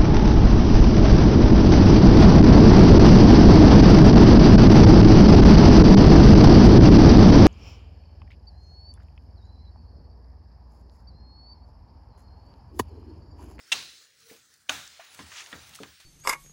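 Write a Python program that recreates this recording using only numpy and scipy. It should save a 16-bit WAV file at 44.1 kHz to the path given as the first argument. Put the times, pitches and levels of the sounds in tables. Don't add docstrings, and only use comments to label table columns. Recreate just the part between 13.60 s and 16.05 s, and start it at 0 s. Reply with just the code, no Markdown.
import sys
import numpy as np
from scipy import signal
from scipy.fft import rfft, irfft, next_fast_len
from scipy.io import wavfile
from scipy.ndimage import uniform_filter1d

SR = 44100
rng = np.random.default_rng(int(sys.argv[2]) if len(sys.argv) > 2 else 0)


def wav_out(sig):
    wavfile.write(sys.argv[1], SR, np.round(np.clip(np.atleast_2d(sig).T, -1, 1) * 32767).astype(np.int16))


N = 108045
T = np.arange(N) / SR


def amp(db):
    return 10 ** (np.asarray(db) / 20)


def unit(x):
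    return x / np.sqrt(np.mean(x ** 2) + 1e-20)


def along(points, hz):
    f, values = np.transpose(points)
    return np.interp(np.log(hz + 1), np.log(f + 1), values)


def level(points):
    return amp(np.interp(T, *np.transpose(points)))


def filtered(x, response):
    size = next_fast_len(N + SR // 4)
    return irfft(rfft(x, size) * response(np.fft.rfftfreq(size, 1 / SR)), size)[:N]


def coloured(x, spectrum):
    return unit(filtered(x, lambda hz: amp(along(spectrum, hz))))


def band(centre_hz, octaves, grain=1):
    noise = grain * rng.standard_normal(N)
    return unit(filtered(noise, lambda hz: np.exp(-.5 * (np.log2((hz + 1) / centre_hz) / octaves) ** 2)))


def strike(onset, t60, rise_s=0.00045):
    age = np.maximum(T - onset, 0)
    return (1 - np.exp(-age / rise_s)) * np.exp(-np.log(1000) * age / t60)


def ringing(modes, onset):
    return sum(amp(db) * strike(onset, t60) * np.sin(2 * np.pi * hz * (T - onset))
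               for hz, db, t60 in modes)


def forest(noise, onset, rise_s=0.01):
    # f/Hz, t60/s
    decay_times = [(100, 0.54), (420, 0.46), (900, 0.3), (1400, 0.52), (2500, .52), (4000, 0.63),
                   (8000, 0.67), (15000, 0.6)]
    hz, t, spectra = signal.stft(noise, SR, nperseg=256)
    decay = np.exp(-np.log(1000) * np.maximum(t - onset, 0) / along(decay_times, hz)[:, None])
    build_up = 1 - np.exp(-np.maximum(T - onset, 0) / rise_s)
    return signal.istft(spectra * decay, SR, nperseg=256)[1][:N] * build_up


def forest_echo(direct, echo_db):
    response = forest(rng.standard_normal(N), onset=0)
    return amp(echo_db) * signal.fftconvolve(direct, response / np.linalg.norm(response))[:N]


def fire_rush():
    # t/s, level/dB
    rush_level = [(0, -70.5), (.3, -93), (1.1, -78.5), (1.6, -60), (1.85, -59), (2.0, -61), (2.15, -62.5),
                  (2.3, -67), (2.45, -106)]
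    fry_level = [(0, -76), (.1, -61.5), (.5, -71), (.63, -70), (.8, -69.5), (.92, -87), (1.07, -85.5),
                 (1.35, -59.5), (1.6, -60), (2.05, -58), (2.3, -62.5), (2.45, -64.5)]
    rumble_level = [(0, -80), (.5, -83), (.62, -68.5), (.9, -76.5), (1.02, -75), (1.45, -82), (1.55, -67),
                    (1.83, -75.5), (2.13, -60.5), (2.19, -66), (2.31, -64), (2.45, -100)]
    # f/Hz, level/dB
    rumble_spectrum = [(25, -61), (50, -1), (85, 6), (150, 0.5), (260, -6.5), (500, -26), (900, -21)]
    rush = level(rush_level) * band(centre_hz=1025, octaves=0.88)
    fry = level(fry_level) * band(centre_hz=2690, octaves=0.52)
    rumble = level(rumble_level) * coloured(rng.standard_normal(N), rumble_spectrum)
    return rush + fry + rumble


def sap():
    # t/s, level/dB
    hiss_level = [(0, -57.5), (.1, -55.5), (.4, -55.5), (.52, -63), (.65, -57.5), (.85, -58.5),
                  (1.05, -63.5), (1.3, -56.5), (1.45, -53.5), (1.6, -52), (1.9, -50.5), (2.1, -52),
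                  (2.22, -53.5), (2.36, -57), (2.45, -56)]
    # f/Hz, level/dB
    hiss_spectrum = [(150, -27), (280, -7), (480, -6), (700, -17.5), (950, -18.5), (1250, -2), (1680, 0),
                     (1950, -3), (2700, -12.5), (3300, -4), (3800, -0.5), (6300, -1), (8000, -6.5),
                     (9700, -6.5), (11500, -18), (13500, -21), (15000, -11), (16000, -2)]
    patchy_db, flutter_db = 3.5, 1.1
    ticks_per_s, tick_spread_db, tick_db = 200, -4, -12.5
    spectra = signal.stft(rng.standard_normal(N), nperseg=512)[2]
    patches = uniform_filter1d(rng.standard_normal(spectra.shape), size=4, axis=0)
    patches = unit(uniform_filter1d(patches, size=18, axis=1))
    flutter = unit(uniform_filter1d(rng.standard_normal(spectra.shape[1]), size=4))
    hiss = signal.istft(spectra * amp(patchy_db * patches + flutter_db * flutter), nperseg=512)[1][:N]
    sizes = amp(tick_spread_db * np.minimum(rng.exponential(size=N), 4)) * rng.choice([-1, 1], N)
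    ticks = (rng.random(N) < ticks_per_s / SR) * sizes
    return level(hiss_level) * coloured(unit(hiss) + amp(tick_db) * unit(ticks), hiss_spectrum)


def steam(sputter_db=2.5):
    # peak t/s, level/dB, rise/s, fall/s, centre f/Hz, width/octaves
    puffs = [(0.71, -55.5, 0.024, 0.052, 2400, 1.74), (0.707, -59, .03, .035, 15800, 0.074),
             (0.722, -60.5, .045, 0.031, 458, 0.065), (1.7915, -42, 0.038, 0.03, 2450, 0.96),
             (1.77, -50, 0.042, 0.051, 6200, 0.21)]
    out = np.zeros(N)
    for peak, db, rise, fall, hz, octaves in puffs:
        sputter = amp(sputter_db * unit(uniform_filter1d(rng.standard_normal(N), size=60)))
        swell = np.exp(-.5 * ((T - peak) / np.where(T < peak, rise, fall)) ** 2)
        out += amp(db) * swell * band(hz, octaves, sputter)
    return out


def booms():
    # t/s, level/dB
    arrivals = [(0.143, -53), (1.125, -49), (1.597, -48.5), (1.937, -48), (2.21, -51.5)]
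    # f/Hz, level/dB
    spectrum = [(25, -31), (48, -17), (72, 6), (90, -5.5), (130, -8), (220, -16.5), (450, -75)]
    envelope = sum(amp(db) * strike(onset, t60=.5, rise_s=.015) for onset, db in arrivals)
    return envelope * coloured(rng.standard_normal(N), spectrum)


def thuds():
    # t/s, level/dB, relative ring level/dB, centre f/Hz, t60/s
    impacts = [(.712, -52.5, -1.5, 376, 0.2), (1.599, -50.5, 4, 246, 0.22), (1.931, -48.5, 3, 350, 0.27),
               (1.948, -47.5, -5.5, 192, 0.1), (2.2035, -42.5, 4, 300, 0.2)]
    # f/Hz, level/dB, t60/s
    log_modes = [(126, -19, 0.077), (206, -2.5, 0.14), (280, 0, .12), (430.4, -0.5, 0.074),
                 (530, -9, 0.094)]
    out = np.zeros(N)
    for onset, db, ring_db, hz, t60 in impacts:
        contact = strike(onset, t60, rise_s=0.00067) * band(hz, octaves=0.69)
        out += amp(db) * (contact + amp(ring_db) * ringing(log_modes, onset))
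    return out


def knocks(roughness=.35):
    # t/s, level/dB, f/Hz, t60/s
    impacts = [(1.3935, -39.5, 670, 0.072), (1.5911, -34.5, 1040, 0.05), (1.5915, -38, 1630, 0.041),
               (1.9281, -33.5, 1890, 0.038), (1.9285, -33.5, 3490, 0.028), (2.189, -36.5, 1265, 0.019)]
    out = np.zeros(N)
    for onset, db, hz, t60 in impacts:
        tone = np.sin(2 * np.pi * hz * (T - onset)) + roughness * band(hz, octaves=0.16)
        out += amp(db) * strike(onset, t60, rise_s=.001) * tone
    return out


def crackles():
    # t/s, level/dB, centre f/Hz, width/octaves, t60/s
    bursts = [(.5872, -62, 5000, 0.83, 0.022), (.603, -53, 9000, 0.79, .015), (0.6977, -50, 2100, .3, .04),
              (.9385, -53, 6000, 0.58, 0.04), (0.977, -61, 12100, 0.99, .02),
              (1.2764, -35.5, 5900, 0.33, 0.0097), (1.397, -47, 1490, 0.72, 0.19),
              (1.546, -39.5, 4210, 1.4, 0.018), (1.5903, -44.5, 1780, 1.14, 0.18),
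              (1.718, -44, 1580, 0.66, 0.073), (1.861, -36, 2580, 0.78, 0.013),
              (1.871, -45, 3260, .9, 0.03), (1.918, -47, 1580, 1.4, 0.1), (1.93, -43.5, 1480, 0.58, 0.16),
              (2.093, -45.5, 6000, 2.2, 0.025), (2.1355, -45, 3520, 0.28, 0.04),
              (2.148, -43, 6500, 0.75, 0.024), (2.153, -36.5, 4000, 0.93, 0.021),
              (2.159, -40, 6440, .9, 0.019), (2.234, -34, 3500, 0.57, 0.0071),
              (2.2345, -44, 1400, 0.9, 0.09), (2.4005, -50, 2520, 1.3, 0.13)]
    return sum(amp(db) * strike(onset, t60) * band(hz, octaves) for onset, db, hz, octaves, t60 in bursts)


def snaps(t60_cycles=3.1):
    # t/s, level/dB, f/Hz
    breaks = [(1.547, -34, 4000), (1.5917, -24.5, 1380), (1.718, -38, 1500), (1.9286, -22, 1990),
              (2.234, -18, 2820), (2.4004, -41, 2640)]
    out = np.zeros(N)
    for onset, db, hz in breaks:
        envelope = strike(onset, t60_cycles / hz, rise_s=.00002)
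        out += amp(db) * envelope * np.sin(2 * np.pi * hz * (T - onset))
    return out


def pop(fractures, modes, echo_spectrum, echo_db):
    # f/Hz, level/dB
    tear_spectrum = [(100, -33), (400, -35), (800, -10), (1700, -9), (2800, 2.5), (3900, -3), (4500, -20.5),
                     (6200, -3.5), (7300, -13), (8600, -12.5), (12500, -28.5), (15500, -22)]
    direct = np.zeros(N)
    for onset, db, ring_db, crack_t60 in fractures:
        crack = strike(onset, crack_t60) * coloured(rng.standard_normal(N), tear_spectrum)
        direct += amp(db) * (crack + amp(ring_db) * ringing(modes, onset))
    echo = forest(coloured(rng.standard_normal(N), echo_spectrum), onset=fractures[1][0])
    return direct + amp(echo_db) * echo


def canes():
    # t/s, level/dB, relative ring level/dB, crack t60/s
    first_split = [(.1178, -24, -9, 0.06), (.1212, -19, -0.5, 0.0076), (.1238, -21, -14, 0.027),
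                   (.1267, -20.5, -3, 0.057)]
    second_split = [(1.0895, -48, 10, .005), (1.0924, -29, -4, .01), (1.0934, -22.5, -16, 0.034),
                    (1.0944, -18.5, 1.5, 0.007), (1.0978, -21, -5.5, 0.012)]
    # f/Hz, level/dB, t60/s
    first_modes = [(920, -25, .03), (1875, -10, 0.055), (2137, -5, 0.038), (2701, 4, 0.037),
                   (3100, -19, 0.017), (3540, -1.5, 0.029), (3730, 2, 0.038), (4130, -5, .02),
                   (5000, -2, 0.033), (5600, -1, .016), (6360, -14, 0.019), (8460, -8, 0.038)]
    second_modes = [(281.7, -26, 0.21), (623, -21, 0.065), (756, -12.5, 0.069), (928, -13.5, .035),
                    (1170, -11, 0.034), (1497, -7, 0.03), (2520, 1, 0.013), (2930, 3, 0.013),
                    (3700, -3.5, 0.057), (4470, -14, 0.034), (6500, -7.5, 0.016)]
    # f/Hz, level/dB
    first_echo = [(40, -28), (120, -12), (350, -9), (560, -8), (820, -3), (1050, -3), (1500, -5.5),
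                  (2350, -2.5), (2730, 0.5), (3150, -3.5), (4050, 2), (4500, -2.5), (5200, -4.5),
                  (6400, -7.5), (8000, -14.5), (10500, -18.5), (13300, -31), (15400, -16)]
    second_echo = [(40, -15), (100, -8), (280, -7), (420, -10), (750, 3), (1050, -1.5), (1450, 3.5),
                   (1850, -0.5), (3300, -2.5), (3720, 1.5), (4200, -5.5), (4800, -7), (6500, -6),
                   (8000, -11), (10500, -16.5), (13300, -24), (15400, -12.5)]
    first = pop(first_split, first_modes, first_echo, echo_db=-32)
    second = pop(second_split, second_modes, second_echo, echo_db=-32.5)
    return first + second


def scene():
    pops = canes()
    embers = crackles()
    wood = snaps() + knocks() + embers + forest_echo(embers, echo_db=-8) + booms() + thuds()
    background = steam() + sap() + fire_rush()
    return (pops + wood + background)[None]


def record(dry):
    low_cut_hz, top_hz = 66, 15850
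    high_pass = signal.butter(2, low_cut_hz, 'highpass', fs=SR, output='sos')
    thinned = signal.sosfilt(high_pass, dry[0])
    return filtered(thinned, lambda hz: hz < top_hz)[None]


dry = scene()
out = record(dry)
wav_out(out)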